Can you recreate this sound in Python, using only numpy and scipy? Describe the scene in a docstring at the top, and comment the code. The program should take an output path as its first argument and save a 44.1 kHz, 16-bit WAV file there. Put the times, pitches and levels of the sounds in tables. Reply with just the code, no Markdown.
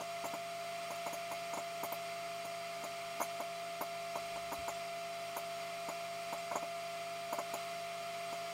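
"""Popcorn bursts in a covered glass bowl inside a running microwave oven, heard close to the door.
Each burst rings the oven's air modes and spits steam, of which only a few high bands pass the door;
now and then a kernel falls back and ticks on the glass. Underneath, the fan sings at its blade rate
and blows through the vents, and the transformer hums on the mains. A few dull thuds and a faint
low drone come about halfway through."""
import sys
import numpy as np
from scipy import signal
from scipy.fft import rfft, irfft
from scipy.io import wavfile
from scipy.ndimage import uniform_filter1d

SR = 44100
rng = np.random.default_rng(int(sys.argv[2]) if len(sys.argv) > 2 else 0)


def int16_out(signal):
    """Quantize to a 16-bit WAV file."""
    q = np.round(np.clip(np.atleast_2d(signal).T, -1, 1) * 32767)
    wavfile.write(sys.argv[1], SR, q.astype(np.int16))


N = 376173
TIME = np.arange(N) / SR
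HIT_TIME = TIME[:8192]  # time axis of one short hit

# bursting kernels: t/s, burst level/dB, burst tilt/(dB per octave), steam level before the door/dB,
# steam tilt/(dB per door band), steam lean towards the top of each band/dB
KERNELS = [(.0067, -45, -1.5, -60, -3, -9), (.24, -42.5, -2, -59, -1.5, -6), (.254, -47.5, -4, -56, 1.5, 5),
           (.3356, -43, -2.3, -59, 1, 8), (.9038, -45.5, -3, -57.5, 0, -4), (.9535, -59, -1, -63, 0, 0),
           (1.0634, -41.5, -0.5, -56.5, -1, 1), (1.1282, -46, -4, -52.5, 0, -4),
           (1.3132, -44, -1, -56, 1, -4), (1.3266, -53, 3, -62.5, 0, -2), (1.5335, -44.5, -2, -57, -5, 1),
           (1.5722, -41, -2, -58.5, -3, 5), (1.8319, -40.5, -2, -50.5, 5, -2),
           (1.9207, -43, -1.5, -55.5, 12, -4), (2.4482, -51.5, -7, -59, 2, -1),
           (2.8362, -45.5, -3.6, -56, -1, -1), (3.2012, -37.5, 0, -54, 4, -6),
           (3.2138, -38.5, 3, -47, 0, -9), (3.4012, -42.5, -4, -58, 1, 2), (3.8095, -38.5, 0, -53, 8, -4),
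           (4.155, -41, -1, -59, 0, -1), (4.359, -48, -1.5, -70, -5.5, 0), (4.5176, -43, 1, -60, 3, -2),
           (4.5251, -45, -1, -55, 2, -4), (4.6797, -41, .6, -54, -3, 4), (5.365, -41.5, 0, -51, 4, 0),
           (5.8859, -41.5, -2.5, -57, -2, 5), (6.3264, -41.5, -2, -58, 0, 4),
           (6.5132, -40.5, 2.5, -63, -2, 0), (6.5546, -36, -0.5, -55, -6, 1),
           (6.626, -46.5, -4.5, -66, 3, 6), (7.326, -39, -1.2, -53, 2, 3),
           (7.3847, -39, 0.5, -56.5, -2.5, 4), (7.5371, -42.5, -3, -51, -0.5, 3),
           (8.3252, -47.5, -5, -63.5, -2, 5)]
# air modes of the oven with the bowl in it: f/Hz, relative level/dB, T60 before the heap damps it/s
OVEN_MODES = [(243, -23, 0.33), (308, -10.5, 0.061), (405, -19, 0.08), (440, -8, 0.014), (585, -13, 0.016),
              (616, -6, 0.075), (640, -11.7, 0.1), (688, 1, 0.039), (710, -25, 0.08), (840, 3.5, 0.025),
              (927, -16, 0.13), (936, -4.5, 0.081), (981, -8.5, 0.085), (1023, -11, 0.09),
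              (1082, -18, 0.18), (1173, -13.5, 0.09), (1407, -19, 0.22), (2178, 4, 0.14)]
# bounces in the oven, cover to bowl and wall to wall: round trip/s, all-pass share (-1 to 1)
OVEN_BOUNCES = [(.0018, -0.63), (.0042, 0.66)]
# resonances in the three bands that pass the door: f/Hz, width/Hz, relative level/dB
LOW_BAND = [(6270, 37, -1.5), (6514, 300, -5.5), (6830, 98, -3), (6990, 140, 0.5), (7300, 93, -5)]
MIDDLE_BAND = [(10600, 50, 2), (10920, 290, -5), (11800, 310, -17)]
HIGH_BAND = [(13900, 150, 0), (14020, 180, 0), (14400, 450, -6), (14950, 600, -10), (12500, 8100, -23)]
# popped kernels landing on the glass: t/s, level/dB
GLASS_HITS = [(.259, -58), (1.591, -62), (3.222, -62), (4.746, -62), (6.381, -59), (6.564, -60)]
# modes of the glass bowl: f/Hz, relative level/dB, T60/s
BOWL_MODES = [(7480, 2, .11), (4700, -10, .06)]
# the fan's tones: multiple of the blade rate, relative level/dB
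BLADE_HARMONICS = [(1, -63.5), (4, -44.5), (8, -62.5), (12, -63.5), (16, -65.5), (20, -76.5), (28, -70)]
# brief dips in those tones: t/s at the lowest point, gain/dB, half length/s
BLADE_DIPS = [(2.9, -1.3, .3), (5.3, -1, .14)]
# broad spectrum of the cooling air: f/Hz, relative level/dB
AIR_SPECTRUM = [(25.0, -24), (60.0, -19.5), (130.0, -21.5), (300.0, -12), (500.0, -21.5), (620.0, -3.5),
                (1350.0, -10.5), (1600.0, -20), (2200.0, 1), (3000.0, -13.5), (5500.0, -16),
                (8400.0, -20.5), (10000.0, -25.5), (15500.0, -28.5)]
# peaks and notches that the housing and vents put on the air: f/Hz, width/Hz, gain/dB
VENT_COLOUR = [(129.5, 22, 8), (440, 65, 8), (707, 33, 9), (776, 150, -12), (940, 49, -8), (1102, 37, 6),
               (1279, 127, 7), (1447.9, 82, 7), (1560, 42.3, 3.5), (1691, 54, 6), (1960, 78, -6.5),
               (2235, 226, -7), (2510, 60, -12), (2900, 51.3, -1.5), (3144, 155, 6.5), (3425, 50, 7),
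               (3970, 63, 6.5), (4395, 84, 5), (4596, 88, 7), (4690, 85, -11.5), (4747, 70, 9.5),
               (5590, 65, 7), (5660, 230, -3), (6280, 310, -3), (6710, 150, 4), (7600, 159.2, 0.5),
               (8420, 80, 9), (9480, 120, 5), (10011.4, 156.5, 0), (12281.4, 212.4, 5.5)]
# steady hum of the transformer, motors and panels: f/Hz, level/dB
HUM_TONES = [(120, -71.5), (400, -61.9), (740, -69.5), (800, -68), (1200, -61.5), (1600, -82),
             (1800, -77.5), (2400, -73), (5800, -73), (6000, -88)]
# dull thuds: t/s, f/Hz, level before the soft attack/dB, T60/s
LOW_THUDS = [(4.335, 60, -54, .1), (4.522, 292, -54, 0.15), (4.583, 75.4, -46, 0.12),
             (4.586, 288, -53, .13), (4.619, 106, -47.5, 0.091)]


def popcorn(door_db=(0, -3, -3.5)):
    """Each kernel bursts and spits steam in three door bands; a sharper spit favours the higher ones."""
    out = np.zeros(N)
    for s, burst_db, tilt_db, steam_db, steam_tilt_db, lean_db in KERNELS:
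        add(out, s, hit_level(burst(tilt_db), burst_db))
        for k, band in enumerate((LOW_BAND, MIDDLE_BAND, HIGH_BAND)):
            band_db = steam_db + door_db[k] + steam_tilt_db * (k - 1)
            add(out, s, hit_level(steam(band, lean_db), band_db))
    return out


def burst(tilt_db, contact_hz=1550, lowest_hz=115, heap_t60=0.65, scatter_db=2.5):
    """The hull splits: a soft pressure pulse rings the oven's air and bounces about inside."""
    ring = np.zeros(len(HIT_TIME))
    for mode_hz, db, t60 in OVEN_MODES:
        mode_db = db + scatter_db * rng.standard_normal()  # each kernel's place favours other modes
        ring += undb(mode_db - 60 * HIT_TIME / t60) * np.cos(2 * np.pi * mode_hz * HIT_TIME)
    ring *= undb(-60 * HIT_TIME / heap_t60)  # the heap of popcorn soaks up the ring
    ring = signal.sosfilt(signal.butter(5, contact_hz, fs=SR, output="sos"), ring)
    # a kernel is too small for bass
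    ring = signal.sosfilt(signal.butter(2, lowest_hz, "high", fs=SR, output="sos"), ring)
    hz = bins(ring)
    octaves = np.clip(np.log2((hz + 1) / 750), -1, 2)
    response = undb(tilt_db * octaves)  # a quicker burst is brighter
    for trip_s, share in OVEN_BOUNCES:
        delay = np.exp(-2j * np.pi * hz * trip_s)
        response = response * (share + delay) / (1 + share * delay)  # smears the hit, keeps its colour
    return irfft(rfft(ring) * response)


def steam(resonances, lean_db, swell_s=0.0032, fade_s=0.014, sputter_db=1.5, scatter_db=2):
    """A sputtering spit of steam swells and dies; each kernel's place favours other resonances."""
    noise = rng.standard_normal(len(HIT_TIME))
    hz = bins(noise)
    colour = sum(undb(db + scatter_db * rng.standard_normal()) / (1 + (2 * (hz - centre) / width) ** 2)
                 for centre, width, db in resonances)
    middle_hz = np.median([row[0] for row in resonances])
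    colour *= undb(lean_db * np.clip((hz - middle_hz) / 550, -1, 1))  # full lean 550 Hz either side
    flow = (1 - np.exp(-(HIT_TIME / swell_s) ** 2)) * np.exp(-HIT_TIME / (fade_s + swell_s / 2))
    sputter = undb(sputter_db * wander(SR / 250, size=len(flow)))
    return irfft(rfft(noise) * colour) * flow * sputter


def landings():
    """Light kernels fall back and tick against the glass bowl."""
    tick = sum(undb(db - 60 * HIT_TIME / t60) * np.sin(2 * np.pi * hz * HIT_TIME)
               for hz, db, t60 in BOWL_MODES)
    out = np.zeros(N)
    for s, db in GLASS_HITS:
        add(out, s, hit_level(tick, db))
    return out


def fan(blade_hz=170.5, drift_hz=0.1291, wobble_hz=0.0758, flutter_db=0.27, trim_db=.1):
    """The motor's speed drifts a little; the blade tones follow, flutter in turbulence and dip twice."""
    rate_hz = blade_hz + drift_hz * wander(SR / 2) + wobble_hz * wander(SR / 8)
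    phase = 2 * np.pi * np.cumsum(rate_hz) / SR
    tones = np.zeros(N)
    for harmonic, db in BLADE_HARMONICS:
        level = undb(db + flutter_db * wander(SR / 30))
        tones += level * np.sin(round(harmonic) * phase + rng.uniform(0, 2 * np.pi))
    dips_db = sum(db * np.exp(-((TIME - s) / half_s) ** 2) for s, db, half_s in BLADE_DIPS)
    return np.sqrt(2) * tones * undb(trim_db + dips_db)


def vent_air(level_db=-49.0, ripple_db=1.85, surge_db=0.41):
    """A bed of turbulent air, coloured by the housing and rippled by reflections off counter and walls."""
    noise = rng.standard_normal(N)
    hz = bins(noise)
    points_hz, points_db = np.transpose(AIR_SPECTRUM)
    colour_db = np.interp(np.log(hz + 1), np.log(points_hz), points_db)
    colour_db += sum(db * .5 ** ((2 * (hz - centre) / width) ** 2) for centre, width, db in VENT_COLOUR)
    ripple = wander(40 * N / SR, size=len(hz))  # a new value every 40 Hz
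    colour_db += ripple_db * np.minimum(hz / 5000, 1) * ripple
    rush = unit(irfft(rfft(noise) * undb(colour_db), N))
    return rush * undb(level_db + surge_db * wander(SR / 6))


def hum(waver_db=0.5):
    """Transformer, motors and panels hum at steady pitches, each wavering slowly in level."""
    tones = np.zeros(N)
    for hz, db in HUM_TONES:
        level = undb(db + waver_db * wander(SR / 3))
        tones += level * np.sin(2 * np.pi * hz * TIME + rng.uniform(0, 2 * np.pi))
    return np.sqrt(2) * tones


def thuds(attack_s=.005):
    """A few dull thuds, each one low tone with a soft attack and a short tail."""
    out = np.zeros(N)
    for s, hz, db, t60 in LOW_THUDS:
        envelope = undb(db - 60 * HIT_TIME / t60) * (1 - np.exp(-HIT_TIME / attack_s))
        add(out, s, np.sqrt(2) * envelope * np.sin(2 * np.pi * hz * HIT_TIME))
    return out


def drone(hz=70, level_db=-72.5, waver_db=2, start_s=4.0, attack_s=.3, hold_s=.42, release_s=.13):
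    """A faint low tone swells, holds under the thuds and dies away."""
    since = TIME - start_s
    attack = np.clip(since / attack_s, 0, 1)
    release = np.clip(1 - (since - attack_s - hold_s) / release_s, 0, 1)
    level = undb(level_db + waver_db * wander(SR / 15))
    return np.sqrt(2) * attack * release * level * np.sin(2 * np.pi * hz * TIME)


def undb(db):
    """Decibels to gain."""
    return 10 ** (np.asarray(db) / 20)


def unit(x):
    """The same sound at rms 1."""
    return x / np.sqrt(np.mean(x ** 2))


def hit_level(x, db):
    """Set a hit's level by the rms of its first 30 ms."""
    head = x[:int(.03 * SR)]
    return x * undb(db) / np.sqrt(np.mean(head ** 2))


def add(out, s, x):
    """Mix a hit in at s seconds."""
    start = int(s * SR)
    out[start:start + len(x)] += x[:N - start]


def wander(step, size=N):
    """Smooth random modulation at rms 1: values held for step points, then slewed twice."""
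    k = int(step)
    held = np.repeat(rng.standard_normal(size // k + 1), k)
    return unit(uniform_filter1d(uniform_filter1d(held, k), k)[:size])


def bins(x):
    """The frequency in Hz of each bin in the spectrum of x."""
    return np.arange(len(x) // 2 + 1) * SR / len(x)


def scene():
    """Popcorn over the oven's running bed, the same in both channels."""
    mono = popcorn() + landings() + fan() + hum() + vent_air() + thuds() + drone()
    return np.array([mono, mono])


def record(dry):
    """A steep high cut at 15750 Hz takes the very top off the mix."""
    return signal.sosfilt(signal.ellip(10, .1, 70, 15750, fs=SR, output="sos"), dry)


dry = scene()
out = record(dry)
int16_out(out)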